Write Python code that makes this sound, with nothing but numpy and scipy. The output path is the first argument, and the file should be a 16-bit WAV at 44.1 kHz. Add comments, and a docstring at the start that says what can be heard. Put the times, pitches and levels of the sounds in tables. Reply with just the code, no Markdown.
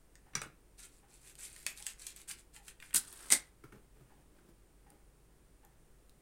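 """A faint, evenly repeating far tick, perhaps a clock, runs through a small room. A vine cutting drops on a board:
decaying noise bursts through stem and board resonances; the board thuds. A matchbox slides open, a match is picked
out, the tray is pushed shut: card friction made of tiny slips, clicks and random match ticks. The match rasps,
snaps and flares as shaped friction; its wood pops in pitched bursts. The box lands with knocks and a rattle of
matches, then fingers bump and brush the board to pick up a stick. Air noise, hum and short echoes surround it all."""
import sys
import numpy as np
from scipy import signal
from scipy.fft import rfft, irfft, next_fast_len
from scipy.io import wavfile

SR = 44100
rng = np.random.default_rng(int(sys.argv[2]) if len(sys.argv) > 2 else 0)


def unload_wav(signal):
    """Save mono or channel-first audio to the path in sys.argv[1] as 16-bit WAV at rate SR, clipped to [-1, 1]."""
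    wavfile.write(
        sys.argv[1],
        SR,
        np.round(np.clip(np.atleast_2d(signal).T, -1, 1) * 32767).astype(np.int16),
    )


N = 273861
TOP_HZ = 15900


def amp(db):
    """Decibels to gain."""
    return 10 ** (np.asarray(db) / 20)


def unit(x):
    """x at rms 1."""
    return x / np.sqrt(np.mean(x ** 2) + 1e-20)


def along(points, hz):
    """(frequency [Hz], value) points interpolated on a log frequency axis."""
    f, v = np.transpose(points)
    return np.interp(np.log(hz + 1), np.log(f + 1), v)


def wobble(knots_per_s, size=N):
    """Smooth random curve through normally distributed knots."""
    place = np.arange(size) * knots_per_s / SR
    knots = rng.standard_normal(int(place[-1]) + 2)
    i = place.astype(int)
    blend = np.sin((place - i) * np.pi / 2) ** 2
    return knots[i] + (knots[i + 1] - knots[i]) * blend


def body(spectrum, resonances=(), size=8192):
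    """Minimum-phase impulse response of energy 1: a broad spectrum with resonances on it."""
    hz = np.fft.rfftfreq(size, 1 / SR)
    db = along(spectrum, hz)
    for centre_hz, width_hz, lift_db in resonances:
        db = db + lift_db / (1 + (2 * (hz - centre_hz) / width_hz) ** 2)
    # fold the cepstrum to make the response causal
    cepstrum = irfft(np.log(amp(db) + 1e-6))
    cepstrum[1:size // 2] *= 2
    cepstrum[size // 2 + 1:] = 0
    response = irfft(np.exp(rfft(cepstrum)))
    return response / np.linalg.norm(response)


def through(x, response):
    """x sounding through an impulse response."""
    return signal.oaconvolve(x, response)[:len(x)]


def fade(t, t60_s):
    """Exponential decay by 60 dB in t60_s."""
    return np.exp(-np.log(1000) * t / np.maximum(t60_s, 1e-4))


def add(track, s, sound):
    """Mix a sound into the track at time s."""
    part = track[max(round(s * SR), 0):][:len(sound)]
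    part += sound[:len(part)]


def envelope(attack_s, hold_s, release_s):
    """Pressure builds, holds and lets go in straight lines."""
    corners_s = np.cumsum(np.abs([0, attack_s, hold_s, release_s]))
    t = np.arange(int(corners_s[-1] * SR)) / SR
    return np.interp(t, corners_s, [0, 1, 1, 0])


def strokes(rows, release_s):
    """The pressure of a series of hand strokes."""
    pressure = np.zeros(N)
    for s, attack_s, hold_s, db in rows:
        add(pressure, s, amp(db) * envelope(attack_s, hold_s, release_s))
    return pressure


def contacts(rows, bright, low, bright_db, low_db, low_stretch):
    """Each contact is a brief rough force: it clicks at the surface and knocks the body a little longer."""
    track, t = np.zeros(N), np.arange(SR // 5) / SR
    for s, click_db, knock_db, t60_s in rows:
        click = bright, click_db + bright_db, t60_s
        knock = low, knock_db + low_db, t60_s * low_stretch
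        for response, db, life_s in (click, knock):
            force = fade(t, life_s)
            swell = 1 - fade(t, life_s / 2)  # surfaces give way before they push back
            sound = through(swell * force * rng.standard_normal(len(t)), response)
            add(track, s, amp(db) * sound * np.linalg.norm(force) / np.linalg.norm(sound))
    return track


def friction(s, pressure, response, slips_per_s, spread_db, smooth, flutter_db):
    """Tiny slips of random size and pitch over a smooth rub; follows the pressure from time s."""
    size = len(pressure)
    count = int(slips_per_s * size / SR) + 1
    start, pitch, chance, phase = rng.random((count, 4)).T[:, :, None]
    age = np.arange(SR // 400)
    strength = amp(spread_db * np.minimum(-np.log(1 - chance), np.pi))
    tone = np.sin(2 * np.pi * (pitch * TOP_HZ * age / SR + phase))
    grains = strength * fade(age / SR, 0.0017) * tone
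    places = (start * size).astype(int) + age
    slips = np.bincount(places.ravel(), grains.ravel(), size)[:size]
    rub = unit(through(unit(slips) + smooth * rng.standard_normal(size), response))
    flutter = amp(flutter_db * wobble(70, size=size))
    track = np.zeros(N)
    add(track, s, pressure * flutter * rub)
    return track


# Noise spectrum: (frequency [Hz], relative level [dB])
AIR_SPECTRUM = [(20, -2), (45, -4), (65, -12.5), (150, -11.5), (230, -18), (380, -15), (600, -24),
                (1000, -27), (2000, -31.5), (4000, -37.5), (6500, -37), (9000, -34), (12000, -40),
                (16000, -38)]
# Hiss resonance: (centre [Hz], width [Hz], lift [dB])
HISS_RESONANCE = [(9000, 1600, 4)]


def background():
    """Still room air and microphone hiss as shaped noise, with a low wavering hum."""
    air = unit(through(rng.standard_normal(N), body(AIR_SPECTRUM, HISS_RESONANCE)))
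    hum = np.sin(2 * np.pi * 48.2 * np.arange(N) / SR + .45 * wobble(10))
    return amp(-64.5) * air + amp(-65.5 + 1.4 * wobble(12)) * hum


# Room decay: (frequency [Hz], t60 [s])
ROOM_DECAY = [(150, 0.25), (1000, 0.27), (2500, .25), (8000, 0.15), (15000, 0.15)]


def room(x, count=20):
    """Short dense echoes from table and walls; a new random tail serves each equal block."""
    wet, step = np.zeros(N), N // count + 1
    for start in range(0, N, step):
        hz, t, z = signal.stft(rng.standard_normal(SR // 2), SR, nperseg=256)
        decay = fade(t, along(ROOM_DECAY, hz)[:, None])
        tail = signal.istft(z * decay, SR, nperseg=256)[1]
        echo = signal.fftconvolve(x[start:start + step], tail / np.linalg.norm(tail))
        add(wet, start / SR + 0.0022, echo)
    return wet


# Tick spectrum: (frequency [Hz], relative level [dB])
TICK_SPECTRUM = [(300, -23), (800, 2), (1300, -5.5), (2500, -9.5), (5000, -25.5)]
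# Hollow case resonances: (centre [Hz], width [Hz], lift [dB])
CASE_RESONANCES = [(824, 130, 12), (1770, 310, 8.1)]
FIRST_TICK_S, TICK_PERIOD_S, TICK_DB = .262, .767, -66.5


def ticking():
    """Each far tick arrives as a dull, smeared knock of a hollow case."""
    track, t = np.zeros(N), np.arange(SR // 2) / SR
    for s in np.arange(FIRST_TICK_S, N / SR, TICK_PERIOD_S):
        add(track, s, amp(TICK_DB) * fade(t, .33) * rng.standard_normal(len(t)))
    return through(track, body(TICK_SPECTRUM, CASE_RESONANCES))


# Thud after the drop, then finger and stick bumps:
# (time [s], tap level before trim [dB], thud level before trim [dB], tap t60 [s])
BOARD_BUMPS = [(.457, -62, -51, .025), (3.6381, -41.5, -50, 0.021), (3.7213, -44, -54.5, 0.032),
               (3.755, -62, -59.5, 0.021), (4.005, -59, -56.5, 0.033), (4.19, -65, -61, .025),
               (4.385, -56.5, -72, .03), (4.485, -64, -56, .03)]
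# Hand strokes on board and stick: (time [s], attack [s], hold [s], level before trim [dB])
HAND_BRUSHES = [(3.62, .025, 0.017, -57), (3.715, .012, .03, -56.5), (3.93, 0.036, .23, -62),
                (4.29, 0.057, .14, -63.5), (4.89, .025, .02, -62)]
BRUSH_RELEASE_S = 0.05
# Tap, thud and skin spectra: (frequency [Hz], relative level [dB])
TAP_SPECTRUM = [(400, -19), (900, -4), (1400, 6.5), (2200, -4.5), (4000, -20.5), (10000, -18),
                (16000, -28.5)]
THUD_SPECTRUM = [(50, -9), (140, 2), (330, -3.5), (600, -11.5), (1500, -29.5)]
SKIN_SPECTRUM = [(60, -21), (140, 0), (330, 0), (700, -11.5), (2000, -18.5), (5000, -27.5)]
# Board resonances: (centre [Hz], width [Hz], lift [dB])
BOARD_RESONANCES = [(138, 53, 7.5), (315, 100, 6.5), (1330, 120, 7.7)]


def board_bumps_and_brushing():
    """The board thuds after the drop; later, fingers bump and brush it as a stick is picked up."""
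    bumps = contacts(BOARD_BUMPS, body(TAP_SPECTRUM), body(THUD_SPECTRUM, BOARD_RESONANCES),
                     bright_db=-7.5, low_db=1.5, low_stretch=2.5)
    brushing = friction(0, strokes(HAND_BRUSHES, BRUSH_RELEASE_S), body(SKIN_SPECTRUM),
                        slips_per_s=1000, spread_db=5, smooth=0.98, flutter_db=1.5)
    return bumps + amp(-9.0) * brushing


# Bounces: (time [s], click level before trim [dB], knock level before trim [dB], click t60 [s])
STEM_BOUNCES = [(.3335, -58, -55, 0.0096), (.3520, -18.3, -37.5, .012), (.3644, -39, -45, 0.015),
                (.4170, -26, -38, .0055), (.4352, -38, -47, .006)]
# Stem and board spectra: (frequency [Hz], relative level [dB])
STEM_SPECTRUM = [(1500, -16), (3000, -14), (4600, -8.5), (7000, -10.5), (9000, -2.5), (11500, -17),
                 (16000, -29)]
KNOCK_SPECTRUM = [(60, -4), (135, 0), (200, -7.5), (320, 2), (700, -8.5), (1100, 2.5), (2200, 2.5),
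                  (4000, -11.5), (6000, -26.5)]
# Stem resonances: (centre [Hz], width [Hz], lift [dB])
STEM_RESONANCES = [(1360, 160, -1), (3967, 270, 7), (5890, 540, 16.5)]


def cutting():
    """The woody stem drops, bounces and settles on the board."""
    stem, board = body(STEM_SPECTRUM, STEM_RESONANCES), body(KNOCK_SPECTRUM, BOARD_RESONANCES)
    return contacts(STEM_BOUNCES, stem, board, bright_db=-5.0, low_db=3.5, low_stretch=3.7)


# Clicks on the box: (time [s], click level before trim [dB], card level before trim [dB], click t60 [s])
BOX_CLICKS = [(.1545, -41.5, -53, 0.0044), (1.354, -36, -64, .003), (1.563, -35.5, -48, 0.0034),
              (1.6645, -18, -30, 0.01), (1.669, -42, -57, 0.14), (1.802, -37, -54, 0.0051),
              (1.825, -29, -62, 0.0044), (1.866, -19, -41, 0.0077), (2.0206, -33.5, -61, 0.0053),
              (2.067, -25.5, -53, .012), (2.163, -34, -67, 0.0031), (2.312, -28, -52, .013),
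              (2.563, -44.5, -51.5, 0.013), (2.681, -37, -47, 0.014), (2.801, -49, -49.5, 0.011),
              (2.824, -51, -45, .013), (2.907, -56, -51, 0.0093), (2.930, -41, -45, 0.0054)]
# Card on card and skin: (time [s], attack [s], hold [s], level before trim [dB])
CARD_SLIDES = [(.773, .018, .008, -55), (.822, 0.013, .003, -53.5), (.87, .02, 0.095, -69),
               (1.075, 0.032, 0.064, -65), (1.19, .09, 0.018, -55.5), (1.376, 0.013, .08, -52.5),
               (1.49, .02, .13, -58.5), (1.755, 0.0095, .05, -55), (1.835, .03, .04, -53),
               (1.97, 0.045, 0.089, -54.5), (2.14, 0.026, 0.046, -58.5), (2.274, .018, .005, -41.5),
               (2.36, 0.027, 0.0019, -60), (2.525, .025, .015, -58), (2.62, 0.047, 0.023, -57),
               (2.79, .04, 0.057, -64.5)]
SLIDE_RELEASE_S = 0.038
# Card click, body and rub spectra: (frequency [Hz], relative level [dB])
CARD_CLICK_SPECTRUM = [(1000, -38), (3000, -8), (5000, -6.5), (7000, -3), (8600, 1), (11000, -10.5),
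                       (16000, -18)]
CARD_BODY_SPECTRUM = [(200, -26), (700, -18), (1300, -13.5), (1800, -1.5), (2500, -8), (3200, -9.5),
                      (6000, -25.5)]
CARD_RUB_SPECTRUM = [(290, -52.5), (500, -17), (1180, -11.5), (1420, -6), (1670, -6.5), (2190, -4),
                     (2930, -8), (4210, -4), (5470, -6), (9090, 0), (15100, -15), (16000, -24)]
# Card resonances: (centre [Hz], width [Hz], lift [dB])
CARD_RESONANCES = [(2530, 400, 4), (7700, 900, 3.7), (9100, 700, 3)]


def handling():
    """The tray slides, matches are fingered, and the box is pushed shut and turned over."""
    rub = friction(0, strokes(CARD_SLIDES, SLIDE_RELEASE_S), body(CARD_RUB_SPECTRUM, CARD_RESONANCES),
                   slips_per_s=1000, spread_db=2.5, smooth=0.75, flutter_db=1.86)
    surface = body(CARD_CLICK_SPECTRUM, CARD_RESONANCES)
    card = body(CARD_BODY_SPECTRUM, CARD_RESONANCES)
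    clicks = contacts(BOX_CLICKS, surface, card, bright_db=-6, low_db=2.5, low_stretch=1.3)
    return clicks + amp(-1.5) * rub


# Match click spectrum: (frequency [Hz], relative level [dB])
MATCH_SPECTRUM = [(1000, -40), (3000, -17), (5000, -10.5), (7000, -2), (8600, 2), (11000, -9), (16000, -19)]
PICK_START_S, PICK_END_S, PICK_TICKS_PER_S = 1.5, 2.25, 24
PICK_LOW_HZ, PICK_HIGH_HZ, PICK_WIDTH_HZ, PICK_LIFT_DB = 3500, 14500, 1000, 13
# levels before trim; t60 of the click
PICK_DB, PICK_SPREAD_DB, PICK_CARD_DB, PICK_T60_S = -38.5, 2.2, -60.5, 0.0051


def picking():
    """Loose matches touch at uneven moments, each with its own strength and pitch."""
    track, card = np.zeros(N), body(CARD_BODY_SPECTRUM, CARD_RESONANCES)
    for slot_s in np.arange(PICK_START_S, PICK_END_S, 1 / PICK_TICKS_PER_S):
        s = slot_s + rng.random() / PICK_TICKS_PER_S
        db = PICK_DB + PICK_SPREAD_DB * rng.standard_normal()
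        pitch_hz = rng.uniform(PICK_LOW_HZ, PICK_HIGH_HZ)
        splint = body(MATCH_SPECTRUM, [(pitch_hz, PICK_WIDTH_HZ, PICK_LIFT_DB)])
        track += contacts([(s, db, PICK_CARD_DB, PICK_T60_S)], splint, card,
                          bright_db=-6, low_db=2, low_stretch=1.3)
    return track


# Impacts: (time [s], click level before trim [dB], box level before trim [dB], click t60 [s])
BOX_IMPACTS = [(3.3023, -20, -31.5, 0.01), (3.3191, -17, -36, 0.0065), (3.3227, -2.5, -29, .005),
               (3.3281, -17.5, -33, .006), (3.3323, -19, -34.5, 0.0064)]
# Box and loose-match spectra: (frequency [Hz], relative level [dB])
BOX_SPECTRUM = [(70, -24.5), (170, -9.5), (280, -6), (500, -9.5), (900, -3.5), (1500, -1), (2500, 1),
                (4500, -6.5), (8000, -26)]
RATTLE_SPECTRUM = [(60, -22), (160, -13.5), (280, -5), (500, -12.5), (850, -10), (1200, -15), (1600, -7.5),
                   (3000, -12), (6000, -6.5), (8300, -2), (10500, -6), (12500, -12), (16000, -25.5)]
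# Box resonances: (centre [Hz], width [Hz], lift [dB])
BOX_RESONANCES = [(2080, 290, 12.5), (3659, 420, 5), (4450, 610, 4), (8100, 790, 3.8), (8760, 400, 8.8)]
RATTLE_S, RATTLE_DB = 3.301, -26.8
RATTLE_ATTACK_S, RATTLE_HOLD_S, RATTLE_RELEASE_S = .021, .009, .051


def landing():
    """The box falls on an edge, then flat; the matches inside rattle on."""
    surface, box = body(MATCH_SPECTRUM, BOX_RESONANCES), body(BOX_SPECTRUM, BOX_RESONANCES)
    knocks = contacts(BOX_IMPACTS, surface, box, bright_db=-4.0, low_db=-1, low_stretch=3)
    jostle = envelope(RATTLE_ATTACK_S, RATTLE_HOLD_S, RATTLE_RELEASE_S)
    rattle = friction(RATTLE_S, jostle, body(RATTLE_SPECTRUM, BOX_RESONANCES),
                      slips_per_s=2800, spread_db=0.5, smooth=0.51, flutter_db=2.5)
    return knocks + amp(RATTLE_DB) * rattle


# Gas bursts: (time [s], peak level [dB], pitch [Hz])
WOOD_POPS = [(3.127, -35, 8620), (4.903, -45, 8700), (5.6497, -49.5, 13000), (6.095, -51, 3700)]
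# Pop spectrum: (frequency [Hz], relative level [dB])
POP_SPECTRUM = [(1000, -22), (2500, -9), (5000, -6), (9000, -2), (16000, -6)]
POP_T60_S, POP_WIDTH_HZ, POP_LIFT_DB = .011, 2000, 11


def pops():
    """Pockets of gas burst in the burning wood, each at its own pitch."""
    track, t = np.zeros(N), np.arange(SR // 20) / SR
    for s, db, pitch_hz in WOOD_POPS:
        burst = fade(t, POP_T60_S) * rng.standard_normal(len(t))
        pop = through(burst, body(POP_SPECTRUM, [(pitch_hz, POP_WIDTH_HZ, POP_LIFT_DB)]))
        add(track, s, amp(db) * pop / np.abs(pop).max())
    return track


# Flame spectrum: (frequency [Hz], relative level [dB])
FLAME_SPECTRUM = [(120, -24.5), (250, -4), (700, -12), (1400, -4), (2200, -10.5), (4200, -10),
                  (6500, -10.5), (8500, -3), (10500, -8.5), (13000, -15.5), (16000, -20.5)]
STRIKE_S = 2.9385
FLARE_DELAY_S, FLARE_DB = .025, -55.5  # delay from STRIKE_S
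FLARE_ATTACK_S, FLARE_HOLD_S, FLARE_RELEASE_S = .11, .2, .24


def flare():
    """Gas fizzes out of the burning head."""
    flow = envelope(FLARE_ATTACK_S, FLARE_HOLD_S, FLARE_RELEASE_S)
    fizz = friction(STRIKE_S + FLARE_DELAY_S, flow, body(FLAME_SPECTRUM, HISS_RESONANCE),
                    slips_per_s=2800, spread_db=4.0, smooth=.7, flutter_db=2.2)
    return amp(FLARE_DB) * fizz


# Head catching on grit: (time [s], click level before trim [dB], box level before trim [dB], click t60 [s])
HEAD_SNAPS = [(2.9461, -20.5, -47.5, .004), (2.9492, -22, -37, .004), (2.9595, -6.5, -41, 0.0034),
              (2.9653, -9.5, -42, .003)]
# Striking strip spectrum: (frequency [Hz], relative level [dB])
GRIT_SPECTRUM = [(70, -40), (170, -20.5), (400, -24), (650, -31), (830, -24), (1050, -27.5), (1450, -15),
                 (2300, -25), (4400, -16.5), (5700, -19), (8800, -5.5), (11500, -15), (16000, -21.5)]
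STRIKE_DB = -28.5
STRIKE_ATTACK_S, STRIKE_HOLD_S, STRIKE_RELEASE_S = .007, .018, .037


def strike():
    """The head rasps over the strip and snaps as it ignites."""
    pressure = envelope(STRIKE_ATTACK_S, STRIKE_HOLD_S, STRIKE_RELEASE_S)
    rasp = friction(STRIKE_S, pressure, body(GRIT_SPECTRUM),
                    slips_per_s=3900, spread_db=5.0, smooth=0.71, flutter_db=2)
    snaps = contacts(HEAD_SNAPS, body(MATCH_SPECTRUM, CARD_RESONANCES), body(BOX_SPECTRUM),
                     bright_db=-8, low_db=1.5, low_stretch=3)
    return snaps + amp(STRIKE_DB) * rasp


def scene():
    """All but the background share one room; match and landing box get less echo than the rest."""
    table = cutting() + handling() + picking() + board_bumps_and_brushing() + ticking()
    match = strike() + flare() + pops()
    box = landing()
    echoes = room(amp(-4.0) * table + amp(-9.0) * match + amp(-11.0) * box)
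    return (table + match + box + echoes + background())[None]


def record(dry):
    """Sharp band limit at TOP_HZ."""
    size = next_fast_len(N + SR // 2)
    keep = np.fft.rfftfreq(size, 1 / SR) < TOP_HZ
    return irfft(rfft(dry, size) * keep, size)[..., :N]


dry = scene()
out = record(dry)
unload_wav(out)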